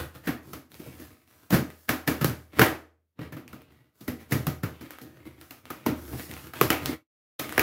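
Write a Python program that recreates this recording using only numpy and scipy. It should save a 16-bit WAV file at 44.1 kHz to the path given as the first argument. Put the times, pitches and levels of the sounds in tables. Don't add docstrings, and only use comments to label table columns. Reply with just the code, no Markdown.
import sys
import numpy as np
from scipy import signal
from scipy.fft import rfft, irfft, next_fast_len
from scipy.io import wavfile
from scipy.ndimage import uniform_filter1d, map_coordinates

SR = 44100
rng = np.random.default_rng(int(sys.argv[2]) if len(sys.argv) > 2 else 0)


def output_pcm(signal):
    pcm = np.clip(np.atleast_2d(signal).T, -1, 1) * 32767
    wavfile.write(sys.argv[1], SR, np.round(pcm).astype(np.int16))


N = 336042

# f/Hz, relative level/dB
RUB_COLOUR = [(18, -63), (30, -38.5), (63, -5.5), (125, -4), (185, -7), (332, -4), (378, -11), (547, -17),
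              (625, -18.5), (694, -22), (1270, -23.5), (8530, -31), (11700, -26), (15500, -25.5),
              (16500, -43.5)]

SIZE = 32768
HZ = np.fft.rfftfreq(SIZE, 1 / SR)
AGE = np.arange(SIZE) / SR


def amp(db):
    return 10 ** (np.asarray(db) / 20)


def unit(x):
    return x / np.sqrt(np.mean(x ** 2) + 1e-30)


def along(points, hz):
    f, v = np.transpose(points)
    return np.interp(np.log(hz + 1), np.log(f + 1), v)


def wobble(rate, size):
    knots = rng.standard_normal(int(size * rate / SR) + 4)
    return map_coordinates(knots, [np.arange(size) * rate / SR])


def add(track, s, sound):
    start = int(np.clip(round(s * SR), 0, N - 1))
    track[start:start + len(sound)] += sound[:N - start]


def resonance(hz, width):
    return 1j * HZ * width / (hz ** 2 - HZ ** 2 + 1j * HZ * width)


def causal(gain):
    cepstrum = irfft(np.log(np.maximum(gain, 1e-6)))
    cepstrum[1:SIZE // 2] *= 2
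    cepstrum[SIZE // 2 + 1:] = 0
    return np.exp(rfft(cepstrum))


def below(edge_hz):
    return 1 / (1 + (HZ / edge_hz) ** 8)


def radiators(colour):
    # f/Hz, width/Hz, level/dB over its broad response
    box_modes = [(127.1, 31, 3.5), (249.4, 13, -2), (314, 67, -4), (461.7, 19, -8), (476, 6.6, -1.5),
                 (529, 11, -11.5), (617, 7.4, 2), (755.5, 7.7, 1.5), (1070, 22, -11), (1249, 45, 0),
                 (1364, 14, -7.5), (1493, 8.6, -14.5), (1724, 12, -12), (1905, 35, -8.5), (2250, 35, -7.5)]
    lid_hz, film_hz = 600, 4000
    shares = [below(lid_hz), (1 - below(lid_hz)) * below(film_hz), 1 - below(film_hz)]
    body = 1 + sum(amp(db) * resonance(hz, width) for hz, width, db in box_modes)
    gain = amp(along(colour, HZ))
    return [causal(gain * np.sqrt(share)) * body for share in shares]


def fractures(rate, scatter_db, size):
    happens = rng.random(size) < rate / SR
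    sign = rng.choice([-1, 1], size)
    return happens * sign * amp(scatter_db * rng.standard_normal(size))


def in_room(burst, wet_db):
    # f/Hz, t60/s
    room_decay = [(100, 0.24), (400, 0.37), (1200, 0.34), (3000, 0.31), (8000, 0.32), (15000, 0.27)]
    hz, t, z = signal.stft(rng.standard_normal(SIZE), SR, nperseg=256)
    decay = amp(-60 * t / along(room_decay, hz)[:, None])
    tail = signal.istft(z * decay, SR, nperseg=256)[1][:SIZE]
    tail = tail * np.sqrt(np.cumsum(burst ** 2))
    return rfft(unit(burst) + amp(wet_db) * unit(tail))


def hush(level_db=-83):
    colour = irfft(causal(amp(along(RUB_COLOUR, HZ))))
    return amp(level_db) * unit(signal.fftconvolve(rng.standard_normal(N), colour)[:N])


def strokes():
    # start t/s, length/s, level/dB before trims,
    # rise along the stroke/dB, extra in the lid/dB, extra in the tape/dB
    stroke_rows = [(0, 0.039, -37, -10, 5, -6.5), (0.153, 0.044, -51.5, -14, 2, -5),
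                   (0.238, 0.023, -42, 14, 4.5, -7.5), (0.431, 0.1, -55.5, 5, 11, -0.5),
                   (0.712, .06, -59.5, 5, 8, 2.5), (0.788, .25, -51, 0.5, 4, -2.5),
                   (1.047, 0.19, -60.5, -13, 5.5, -2), (1.278, 0.19, -60.5, 0, 1.5, -0.5),
                   (1.687, 0.17, -65.5, 4, -7, 6), (2.11, 0.22, -47.5, -7, -1, -8),
                   (2.39, 0.14, -70, -14, 4.5, 1.5), (2.499, 0.091, -45.5, 34, 7, -11),
                   (3.216, 0.046, -44.5, -11, 7, -13.5), (3.243, 0.47, -64.5, 1, 7, -14.5),
                   (3.503, 0.12, -57.5, -8, 7.5, -9), (3.719, 0.22, -67.5, -20, 4, -8.5),
                   (3.954, 0.098, -64, 14, 0, 2.5), (4.208, 0.03, -49.5, -9.5, 3, -7.5),
                   (4.306, 0.21, -49.5, -11, 9, -4.5), (4.713, 0.22, -55.5, -2, 1, -9.5),
                   (4.833, 0.22, -52.5, -7.5, 3, -9.5), (5.067, 0.34, -57.5, -5.5, 7, -9),
                   (5.269, 0.021, -53, -18.5, 11.5, -7.5), (5.406, 0.18, -59.5, -3.5, 3.5, 1),
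                   (5.653, 0.31, -53, 4, 2.5, -8.5), (5.97, 0.19, -49.5, 6, 10, 1.5),
                   (6.177, 0.081, -45, -2.5, 5, 2), (6.294, 0.18, -46.5, -1.5, 2.5, -2),
                   (6.559, 0.1, -43.5, -14, 0, -6), (6.818, .13, -37, 2, 5, -8),
                   (7.406, 0.23, -41, 3, 3, -6.5)]
    attack_s, release_s = .012, .021
    uneven_db, uneven_rate = 0.76, 22
    bump_db, bump_rate = 3, 30
    t = np.arange(N) / SR
    power = np.zeros((3, N))
    for start, length, db, rise_db, lid_db, tape_db in stroke_rows:
        early = np.maximum(start - t, 0)
        late = np.maximum(t - start - length, 0)
        grip = np.exp(-early / attack_s - late / release_s)
        progress = np.clip((t - start) / length, 0, 1)
        effort = grip * amp(db + rise_db * (progress - .5))
        power += (amp([[lid_db], [0], [tape_db]]) * effort) ** 2
    force = np.sqrt(power) * amp(uneven_db * wobble(uneven_rate, N))
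    force[0] *= amp(bump_db * wobble(bump_rate, N))
    return force


def drag():
    slip_rate, scatter_db = 1200, 6.5
    judder_db, judder_rate = 2.5, 70
    rasp_hz, rasp_width, rasp_db, rasp_drift = 1800, 300, 1, 0.26
    wet_db, boom_db = -1, 8
    hiss_shares = (.15, .18, .7)
    trims_db = (-0.3, -0.6, 0.2)
    clumps = fractures(slip_rate, scatter_db, N) * amp(judder_db * wobble(judder_rate, N))
    slips = clumps / np.sqrt(np.abs(uniform_filter1d(clumps ** 2, size=SR // 10)) + 1e-9)
    lid, board, tape = radiators(RUB_COLOUR)
    bodies = [lid * (1 + amp(boom_db) * resonance(80.5, 12)), board, tape]
    step = SIZE // 4
    out = np.zeros(N)
    for body, push, trim_db, share in zip(bodies, strokes(), trims_db, hiss_shares):
        texture = np.sqrt(1 - share) * slips + np.sqrt(share) * rng.standard_normal(N)
        force = texture * push * amp(trim_db)
        for start in range(0, N, step):
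            drifted_hz = rasp_hz * np.exp(rasp_drift * rng.standard_normal())
            rasp = 1 + amp(rasp_db) * resonance(drifted_hz, rasp_width)
            response = irfft(body * rasp * in_room(signal.unit_impulse(SIZE), wet_db))
            response = response / np.linalg.norm(response)
            add(out, start / SR, signal.fftconvolve(force[start:start + step], response))
    return out


def tearing(swell, snaps, scatter_db, lag):
    stutter_db, stutter_rate = 2.0, 260
    u = np.maximum(AGE - lag, 0) / swell
    stutter = amp(stutter_db * wobble(stutter_rate, SIZE))
    burst = fractures(snaps / swell, scatter_db, SIZE) * stutter * u * np.exp(1 - u)
    return burst / np.linalg.norm(burst)


def boom(hz=80.5, t60=.72, attack=.02):
    return np.sin(2 * np.pi * hz * AGE) * amp(-60 * AGE / t60) * (1 - np.exp(-AGE / attack))


def rips():
    # lid thump level/dB, board crack level/dB, tape fizz level/dB
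    rip_rows = [(.27, .008, 262, 1740, -25, -33.5, -39.5), (.531, 0.0031, 262, 1180, -39.5, -45, -45),
                (.795, .004, 189, 2400, -41.5, -57.5, -56), (.86, .005, 150, 800, -41.5, -60, -58.5),
                (0.994, 0.0045, 306, 1720, -43, -60.5, -53), (1.504, 0.0025, 220, 790, -32.5, -40, -37.5),
                (1.516, 0.018, 178, 1580, -15.5, -27, -29), (1.89, .0025, 282, 1630, -26, -26.5, -29.5),
                (2.075, 0.0031, 254, 1750, -22.5, -28, -30.5),
                (2.21, .0055, 143, 1390, -24.5, -34.5, -37.5),
                (2.244, 0.0012, 130, 1470, -21.5, -31, -29.5), (2.593, .0016, 440, 1690, -17, -20.5, -26.5),
                (2.6126, 0.0044, 330, 1660, -18.5, -19, -26), (3.19, .0025, 149, 1300, -35.5, -51, -63),
                (3.322, .005, 140, 1780, -38.5, -48.5, -53.5), (3.365, .006, 233, 1270, -38, -50, -56),
                (3.528, 0.0037, 195, 1320, -44, -50.5, -55), (4.005, 0.0045, 192, 3870, -46.5, -60, -55),
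                (4.078, 0.0034, 234, 1990, -28.5, -40.5, -41.5),
                (4.308, .004, 174, 1980, -32.5, -59, -44.5), (4.319, 0.004, 127, 1940, -20.5, -31.5, -32.5),
                (4.467, .0015, 160, 1320, -24.5, -36, -35.5), (4.632, .0035, 131, 1500, -26.5, -38, -42.5),
                (4.808, .005, 286, 1700, -41.5, -52.5, -53), (5.013, .004, 288, 1940, -43.5, -59.5, -51.5),
                (5.507, .002, 275, 2680, -51, -50, -48.5), (5.702, 0.0022, 314, 1290, -40, -39.5, -44),
                (5.862, 0.002, 280, 910, -21.5, -31, -36), (6.126, .006, 132, 830, -33, -47.5, -54.5),
                (6.291, .003, 310, 2490, -41.5, -61, -56.5), (6.535, .002, 342, 1410, -49, -43.5, -49.5),
                (6.6126, 0.0005, 414, 1124, -20, -22.5, -25.5),
                (6.7031, 0.00088, 288, 2570, -25.5, -24.5, -27.5),
                (6.882, 0.0076, 285, 826, -28.5, -44.5, -49.5), (7.393, .003, 289, 3670, -41, -38, -37),
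                (7.579, .0006, 376, 1600, -27.5, -25.5, -35),
                (7.594, 0.00094, 323, 2370, -27.5, -27, -28.5)]
    # f/Hz, relative level/dB
    tear_colour = [(18, -52.5), (30, -11.5), (118, 0), (306, -0.5), (858, -14.5), (1120, -15), (2160, -16),
                   (2970, -20), (3300, -22.5), (3860, -25), (6900, -31), (8760, -35.5), (12300, -24),
                   (15600, -26.5), (16500, -35.5)]
    # level/dB for lid, board and tape
    run_on_levels = (-3.5, -11.5, -10.5)
    scatter_db, lead = 4, 0.63
    run_on_lag_s, run_on_swell_s = .0055, .011
    strain_s, strain_growth_s, strain_db, strain_rate = .02, .0042, -21, 6000
    lid_ring_db, lid_width, board_ring_db, beam_db, board_breadth = 7, 60, -3, 5, 0.22
    lid_wet_db, board_wet_db, tape_wet_db, spread_db = -2.0, 4.5, 1, 1.35
    thump_trim_db, crack_trim_db, fizz_trim_db = 1.8, 3.5, 2.0
    boom_db, boom_swell_s = -8.5, .013
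    out = np.zeros(N)
    lid, board, tape = radiators(tear_colour)
    hum = boom()
    straining = np.exp(-np.abs(AGE - strain_s) / strain_growth_s) * (AGE < strain_s)
    for s, swell, lid_hz, board_hz, thump, crack, fizz in rip_rows:
        strain = fractures(strain_rate, scatter_db, SIZE) * straining
        burst = tearing(swell, 50, scatter_db, strain_s)
        burst += amp(strain_db) * strain / np.linalg.norm(strain)
        burst[int((strain_s + swell) * SR)] += lead * min(1, 0.0012 / swell)
        run_on = tearing(run_on_swell_s, 30, 7, strain_s + run_on_lag_s)
        spread = spread_db * np.log2(min(swell, .004) / .004)
        spot = resonance(board_hz, board_breadth * board_hz)
        beam = amp(beam_db) * spot * rfft(unit(burst))
        flexing = lid * (1 + amp(lid_ring_db) * resonance(lid_hz, lid_width))
        cracking = board * (1 + amp(board_ring_db) * spot)
        parts = [(flexing, 0, thump + thump_trim_db, lid_wet_db),
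                 (cracking, beam, crack + crack_trim_db, board_wet_db),
                 (tape, 0, fizz + fizz_trim_db, tape_wet_db)]
        for (body, beamed, db, wet_db), run_on_db in zip(parts, run_on_levels):
            source = burst + amp(run_on_db) * run_on
            sound = irfft((in_room(source, wet_db + spread) + beamed) * body)
            add(out, s - strain_s, amp(db) * sound * np.sqrt(.05 * SR / np.sum(sound ** 2)))
        add(out, s, amp(thump + boom_db) * hum / (1 + (swell / boom_swell_s) ** 2))
    return out


def ticks():
    # t/s, peak level/dB before the trim, centre f/Hz
    tick_rows = [(0.5554, -36, 1940), (0.7183, -34.5, 3770), (0.7432, -33, 2150), (1.3059, -43.5, 2260),
                 (1.703, -29, 2110), (2.2974, -24, 1680), (2.6654, -14.5, 1900), (3.479, -33, 2500),
                 (3.6188, -36.5, 2390), (4.9072, -22.5, 1520), (4.9861, -25.5, 1520), (5.4131, -29, 1500),
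                 (5.655, -28.5, 3060), (6.1968, -23, 2200), (6.3135, -25, 2310), (6.3385, -26, 3950),
                 (6.3669, -25.5, 1890), (6.8588, -8.5, 4570), (7.4934, -21.5, 2200), (7.5248, -20.5, 1560)]
    breadth, ring_db, wet_db, trim_db = 0.4, 6, -3.0, 2
    out = np.zeros(N)
    _, board, tape = radiators(RUB_COLOUR)
    for s, db, hz in tick_rows:
        snap = rng.standard_normal(SIZE) * np.exp(-AGE / .00035)
        ring = 1 + amp(ring_db) * resonance(hz, breadth * hz)
        sound = irfft(in_room(snap, wet_db) * (board + tape) * ring)
        add(out, s, amp(db + trim_db) * sound / np.abs(sound).max())
    return out


def scene():
    return (hush() + drag() + rips() + ticks())[None]


def record(dry):
    # t/s, level/dB
    dropout = [(6.925, -4), (6.97, -14.5), (7.02, -23.5), (7.12, -72.5), (7.383, -67), (7.394, -2)]
    low_cut_hz, top_hz = 57, 15800
    x = signal.sosfilt(signal.butter(2, low_cut_hz, "highpass", fs=SR, output="sos"), dry)
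    t, level_db = np.transpose(dropout)
    x = np.clip(x * amp(np.interp(np.arange(N) / SR, t, level_db)), -1, 1)
    padded = next_fast_len(N + SR // 2)
    band = np.sqrt(1 / (1 + (np.fft.rfftfreq(padded, 1 / SR) / top_hz) ** 200))
    return irfft(rfft(x, padded) * band, padded)[..., :N]


dry = scene()
out = record(dry)
output_pcm(out)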